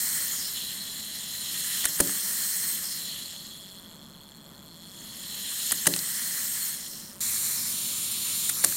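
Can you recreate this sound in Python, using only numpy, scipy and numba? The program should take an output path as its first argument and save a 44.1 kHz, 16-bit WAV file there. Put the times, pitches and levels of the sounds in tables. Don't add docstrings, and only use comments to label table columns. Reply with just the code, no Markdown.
import sys
import numpy as np
from scipy import signal
from scipy.fft import rfft, irfft
from scipy.io import wavfile
from numba import njit

SR = 44100
rng = np.random.default_rng(int(sys.argv[2]) if len(sys.argv) > 2 else 0)


def wrap_up_sound(samples):
    columns = np.atleast_2d(samples).T
    tamed = np.clip(columns, -1, 1)
    steps = np.round(tamed * 32767).astype(np.int16)
    wavfile.write(sys.argv[1], SR, steps)


N = 386316
TIME = np.arange(N) / SR

# pitch in Hz, filter width in Hz, then relative level
# in dB running free, at half load and at full load.
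BIG_SHELL = [(1480, 1400, -20, -20, -24), (1870, 450, -16.5, -16.5, -16.5), (3243, 870, -17.5, -6.5, -11.5),
             (3360, 260, -37.5, -15, -1), (4050, 370, -24, -5.5, -14), (4250, 290, -14, -10, -4),
             (5300, 790, -19.5, -13, -15.5), (5700, 3000, -10, -13, -17), (6580, 460, -15, -13, -14.5),
             (7060, 350, -14.5, -9.5, -13), (7560, 570, -12.5, -11.5, -10), (8280, 790, -6.5, -11, -15.5),
             (9030, 340, -8.5, -10, -11), (9400, 240, -22, -14.5, -20), (9930, 560, -14, -12, -28),
             (11140, 1100, -10, -11.5, -11.5), (12000, 400, -17.5, -13.5, -21), (12600, 430, -16, -21, -10),
             (13200, 650, -7, -8.5, -19), (14200, 1500, -23, -27, -12), (15100, 1400, -8, -16.5, -23)]
# pitch in Hz, filter width in Hz, then relative level in dB
SMALL_SHELL = [(1230, 750, -22.5, -23), (1830, 510, -20, -28.5), (2270, 740, -19, -23),
               (3180, 1400, -26, -13), (3670, 1200, -17.5, -11.5), (4220, 710, -11, -10.5),
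               (5260, 400, -22, -16.5), (5920, 1300, -12, -14), (7200, 1130, -5.5, -6.5),
               (8470, 1000, -8, -16.5), (8960, 480, -11, -6.5), (9350, 670, -16, -10),
               (9850, 1400, -11, -12.5), (10700, 860, -10, -13), (11400, 1190, -18, -11.5),
               (13100, 2200, -5, -7.5), (15200, 2500, -16, -12.5)]
# time in seconds, pallet strikes per second before the cam slows them.
BIG_PACE = [(0, 850), (2.68, 800), (5.7, 730.2), (6.05, 690), (6.68, 699), (6.78, 385), (7, 282),
            (7.204, 159.6)]
# time in seconds, pallet strikes per second.
SMALL_PACE = [(7.205, 1226), (8.76, 1169)]
# the times in seconds when the cam meets the leg lever, grips it, pushes
# hardest, the frog takes off and lands, then the slowest strike rate in Hz (before small stumbles)
# and how far the gearbox pressing on the shell lifts its body modes, in dB.
JUMPS = [(.2, .51, 1.01, 1.856, 2.002, 405, 2.2), (2.68, 3.03, 4.35, 5.722, 5.868, 131, 3.8),
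         (7.5, 7.72, 8.03, 8.497, 8.641, 840, 0)]
# start in seconds,
# length in seconds, first pitch in Hz, last pitch in Hz, level in dB relative to the motor.
LEVER_BUZZES = [(0.26, 0.18, 6800, 6660, -7), (0.344, 0.18, 5300, 5100, -5.5), (2.808, 0.2, 5270, 5150, -7),
                (6.711, 0.54, 5650, 5240, -7.5), (7.54, 0.2, 5500, 5160, -10.5)]
# start in seconds, rattle length in seconds before
# it fades, level in dB, pitch of the bright crack in Hz, level of the dull clack in dB against the crack.
KNOCKS = [(1.8416, 0.0038, -29.5, 5000, -2), (1.8527, 0.0066, -18, 10000, -8.5),
          (1.991, 0.0043, -30, 8460, -5), (2.001, 0.0017, -18.5, 9000, -3),
          (2.0034, 0.0056, -13, 9150, -11.5), (2.073, 0.0011, -22.5, 6500, -9),
          (2.094, 0.0019, -36, 5500, 3), (5.71, 0.0019, -26, 4530, -6),
          (5.7187, 0.0075, -19.5, 10000, -9.5), (5.858, 0.0016, -22, 7500, -6),
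          (5.8675, 0.0025, -16.5, 8000, -4.5), (5.869, 0.007, -13, 8900, -10),
          (5.938, 0.0013, -25, 3740, -5), (5.9627, 0.00061, -15, 8200, -11.5),
          (5.99, .0015, -28, 5300, -12), (8.492, 0.0076, -21, 10000, -13.5), (8.639, 0.0066, -19, 9900, -7),
          (8.646, 0.0022, -8, 8550, -21), (8.7232, .0008, -24.5, 9050, -8)]
# pitch in Hz, filter width in Hz, relative level in dB.
CLACK_MODES = [(644, 850, -3.5), (1360, 730, 4.5), (1820, 400, 6), (3280, 3800, 4.5)]
# start in seconds, push in dB, contact time in seconds,
# low sway in dB relative to the push.
THUMPS = [(1.853, -17, 0.00089, -16), (2.0023, 0.5, 0.00085, -20.5), (2.069, -8.5, 0.0021, -45),
          (5.721, -16, 0.0015, -23), (5.869, 1, 0.00092, -34), (5.94, -13, 0.0027, -40),
          (8.641, -9.5, 0.00013, -44)]
# pitch in Hz, level in dB, time to fade by 60 dB in seconds.
TABLE_MODES = [(126, -49, 0.73), (170.5, -35, 0.46), (194.4, -35, 0.32), (282, -30, 0.29),
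               (336, -33.5, 0.26), (351.2, -33, 0.34), (414.6, -37, 0.33), (432, -46, 0.15),
               (569.5, -33, 0.25), (647.4, -33, 0.12), (830, -41, 0.12)]
# pitch in Hz, filter width in Hz, level in dB.
DRONE = [(105.5, 35, -58), (208, 200, -58)]
# pitch in Hz, relative level in dB per Hz.
ROOM_COLOUR = [(25, -14.5), (55, -13.5), (100, -7), (135, -7.5), (155, -1), (225, 0.5), (265, -8.5),
               (380, -14), (480, -15.5), (750, -19), (1000, -15), (1650, -20.5), (2300, -28.5),
               (15000, -38)]

ROOM_DB = -51.5
TOP_HZ = 15850
DRAG_OCTAVES, DRAG_ATTACK_S = .36, .1
GRIP_ATTACK_S, GRIP_RELEASE_S = 0.098, .2
LOOSE_LOAD, LOAD_PER_OCTAVE = .24, .28
PRESS_HZ, PRESS_OCTAVES = 3800, 0.24
PRESS_REBOUND = 0.23
STUMBLE_OCTAVES, STUMBLE_HZ = .035, 11
CAM_SHARPNESS = 1.3
SAG_OCTAVES, SAG_S = .24, .45
IMPACT_TOP_HZ = 5200


def undb(db):
    return np.exp(np.asarray(db) * (np.log(10) / 20))


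def unit(x):
    return x / np.sqrt(np.mean(x ** 2))


@njit
def bandpass(x, hz, width):
    y, band, low = np.empty(len(x)), 0., 0.
    for i in range(len(x)):
        g = np.tan(np.pi * hz[i] / SR)
        damping = np.pi * width / SR * (1 + g * g) / g
        v = (band + g * (x[i] - low)) / (1 + g * (g + damping))
        y[i] = damping * v
        low += 2 * g * v
        band = 2 * v - band
    return y


def resonate(x, hz, width):
    centre = np.minimum(hz + np.zeros(len(x)), SR * .45)
    once = bandpass(x + 1e-18, centre, float(width))
    return unit(bandpass(once, centre, float(width)))


def add(track, start, sound):
    i = max(int(start * SR), 0)
    track[i:i + len(sound)] += sound[:len(track) - i]


def grit(size, spread_db=1.5):
    strength_db = spread_db * np.repeat(rng.standard_normal(size // 8 + 1), 8)[:size]
    return rng.standard_normal(size) * undb(strength_db)


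def waver(size, hz):
    steps = rng.standard_normal(size // 100)
    return np.interp(TIME[:size] * hz, np.arange(len(steps)), steps)


def motor(pace, shell, grip_load, free_db, slowing_db, stall_db, tilt_db, shimmer_db, impact):
    start, end = pace[0][0], pace[-1][0]
    t = TIME[max(int(start * SR), 0):int(end * SR)]
    rate, load, press_db = clockwork(t, pace, grip_load)
    slowed = np.log2(pace[0][1] / rate)
    level = undb(free_db + slowing_db * slowed + stall_db * slowed ** 2)
    blows, strikes, tip = chatter(rate)
    rub = .72 * (rate / 600) ** 2
    force = np.sqrt((strikes ** 2 + rub ** 2) / (1 + rub ** 2))
    force = force * undb(.5 * waver(len(t), hz=45.96))
    bright_db = tilt_db * np.log2(rate / 600)
    sound, power = 0, 0
    for hz, width, *load_db in shell:
        pitch = np.log2(hz / 9000)
        db = np.interp(load, np.linspace(0, 1, len(load_db)), load_db)
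        db = db + bright_db * pitch + shimmer_db * waver(len(t), hz=29.55)
        body_db = press_db * np.exp(-(np.log2(hz / PRESS_HZ) / PRESS_OCTAVES) ** 2)
        tick_tock = undb(.6 * load * tip * pitch)
        share = np.clip(impact * load, 0, 1) * (hz < IMPACT_TOP_HZ)
        scrape = force * grit(len(t), spread_db=2)
        push = np.sqrt(share) * blows + np.sqrt(1 - share) * scrape
        sound = sound + undb(db + body_db) * resonate(push * tick_tock, hz, width)
        power = power + undb(db) ** 2
    out, drive, shaking = np.zeros((3, N))
    add(out, start, level * sound / np.sqrt(power))
    add(drive, start, force)
    add(shaking, start, level * force)
    return out, drive, shaking


def clockwork(t, pace, grip_load):
    free = np.interp(t, *np.transpose(pace))
    rate, grip, press_db = free, 0, 0
    for meets, grips, hardest, up, down, slowest_hz, db in JUMPS:
        arch = np.interp(t, [meets, hardest, up], [0, 1, 0])
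        effort = np.sin(np.pi / 2 * arch) ** CAM_SHARPNESS
        drag = DRAG_OCTAVES * np.interp(t, [meets, meets + DRAG_ATTACK_S, hardest], [0, 1, 0]) ** 2
        sag = SAG_OCTAVES * np.interp(t, [up, up + SAG_S], [1, 0], left=0)
        rate = rate * (slowest_hz / free) ** effort / 2 ** (drag + sag)
        half = GRIP_ATTACK_S / 2
        grip_times = [grips - half, grips + half, up, up + GRIP_RELEASE_S]
        grip = grip + np.interp(t, grip_times, [0, 1, 1, 0])
        sinking, rising = (grips + hardest) / 2, (hardest + up) / 2
        press_times = [meets, grips, sinking, rising, down]
        press_db = press_db + db * np.interp(t, press_times, [0, 1, 1, -PRESS_REBOUND, 0])
    strain = LOAD_PER_OCTAVE * np.log2(free[0] / rate)
    loose = np.minimum(strain, LOOSE_LOAD)
    load = np.clip(grip * (grip_load + strain) + (1 - grip) * loose, 0, 1)
    stumble = STUMBLE_OCTAVES * load * waver(len(t), hz=STUMBLE_HZ)
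    return rate * 2 ** stumble, load, press_db


def chatter(rate, jitter=.07, scatter_db=-0.6):
    scrape_s = .00028
    slip, force = rng.standard_normal((len(rate) // 10, 2)).T
    gaps = np.maximum(1 + jitter * slip, .5)
    at = np.searchsorted(np.cumsum(rate) / SR, np.cumsum(gaps))
    heard = at < len(rate)
    strikes = np.bincount(at[heard], undb(scatter_db * force[heard]) ** 2, len(rate))
    age = TIME[:SR // 100] / scrape_s
    energy = np.abs(signal.fftconvolve(strikes / rate, age * np.exp(-age))[:len(rate)])
    tip = (-1.) ** np.cumsum(strikes > 0)
    return unit(np.sqrt(strikes / rate)), unit(np.sqrt(energy)), tip


def lever(shaking, width_hz=850):
    out = np.zeros(N)
    for start, length, from_hz, to_hz, db in LEVER_BUZZES:
        force = shaking[int(start * SR):][:int(length * SR)]
        n = len(force)
        buzz = force * resonate(grit(n), np.geomspace(from_hz, to_hz, n), width_hz)
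        add(out, start, undb(db) * signal.windows.tukey(n, .5) * buzz)
    return out


def knocks(spread=0.69, fade_s=0.00067, clack_fade_s=.002):
    out, t = np.zeros(N), TIME[:SR // 20]
    rise = np.minimum(t / .0003, 1)
    for start, length, db, hz, clack_db in KNOCKS:
        after = np.maximum(t - length, 0)
        crack = resonate(grit(len(t), spread_db=3.2), hz, spread * hz)
        clack = 0
        for mode_hz, width, mode_db in CLACK_MODES:
            clack = clack + undb(mode_db) * resonate(rng.standard_normal(len(t)), mode_hz, width)
        crack = crack * np.exp(-after / fade_s)
        clack = undb(clack_db) * unit(clack) * np.exp(-after / clack_fade_s)
        add(out, start, undb(db) * rise * (crack + clack))
    return out


def airborne(x, rest_lag_s=.00003, slant=0.99):
    gravity, sound_speed, bounce = 9.81, 343, .38
    height = 0
    for _, _, _, up, down, _, _ in JUMPS:
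        height = height + np.maximum(gravity / 2 * (TIME - up) * (down - TIME), 0)
    lag = rest_lag_s + 2 * slant * height / sound_speed
    mirror = np.interp(TIME - lag, TIME, x)
    share = bounce * np.minimum(height / 0.011, 1)
    return (x + share * mirror) / np.sqrt(1 + share ** 2)


def tabletop(drive, shake_db=-62, thud_db=-23, thud_s=0.0089, boom_db=-39, boom_s=0.054):
    t = TIME[:SR]
    ring = 0
    for hz, db, t60 in TABLE_MODES:
        ring = ring + undb(db) * np.cos(2 * np.pi * hz * t) * np.exp(-np.log(1000) * t / t60)
    shaken = signal.fftconvolve(drive * rng.standard_normal(N), np.diff(ring))[:N]
    out = undb(shake_db) * unit(shaken)
    for start, db, contact, sway_db in THUMPS:
        push = np.exp(-.5 * (t[:SR // 100] / contact * 4 - 2) ** 2)
        fade = undb(thud_db) * np.exp(-t / thud_s) + undb(boom_db) * np.exp(-t / boom_s)
        thud = fade * resonate(rng.standard_normal(len(t)), 300, 900)
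        sway = undb(sway_db) * np.sin(2 * np.pi * 70 * t) * np.exp(-t / 0.005)
        add(out, start, undb(db) * signal.fftconvolve(ring + thud + sway, push / push.sum()))
    return out


def rumble(drive):
    drone = 0
    for hz, width, db in DRONE:
        drone = drone + undb(db) * resonate(rng.standard_normal(N), hz, width)
    return drive * drone


def reflections(x, wet_db, t60, first_s=0.00077):
    t = TIME[:SR // 2]
    tail = rng.standard_normal(len(t)) * np.exp(-np.log(1000) * t / t60) * (t > first_s)
    return undb(wet_db) * signal.fftconvolve(x, tail / np.linalg.norm(tail))[:N]


def background(waver_db=1):
    hz, db = np.transpose(ROOM_COLOUR)
    bins_hz = np.arange(N // 2 + 1) * SR / N
    colour = undb(np.interp(np.log(bins_hz + 1), np.log(hz), db))
    murmur = unit(irfft(rfft(rng.standard_normal(N)) * colour, N))
    return murmur * undb(ROOM_DB + waver_db * waver(N, hz=7.1))


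def scene():
    big, big_drive, big_shaking = motor(
        BIG_PACE, BIG_SHELL, grip_load=.26, free_db=-28, slowing_db=-7, stall_db=-1.04,
        tilt_db=-0.37, shimmer_db=1.94, impact=0.39)
    small, small_drive, small_shaking = motor(
        SMALL_PACE, SMALL_SHELL, grip_load=.9, free_db=-28, slowing_db=-5, stall_db=0.8,
        tilt_db=0.5, shimmer_db=1.3, impact=0)
    toys = airborne(big + small) + lever(big_shaking + small_shaking) + knocks()
    table = tabletop(big_drive + small_drive) + rumble(small_drive)
    room = reflections(toys, wet_db=-23, t60=.2) + background()
    mono = toys + table + room
    return np.array([mono, mono])


def record(dry):
    low_pass = signal.ellip(10, .2, 70, TOP_HZ, fs=SR, output="sos")
    return signal.sosfilt(low_pass, np.clip(dry, -1, 1))


dry = scene()
out = record(dry)
wrap_up_sound(out)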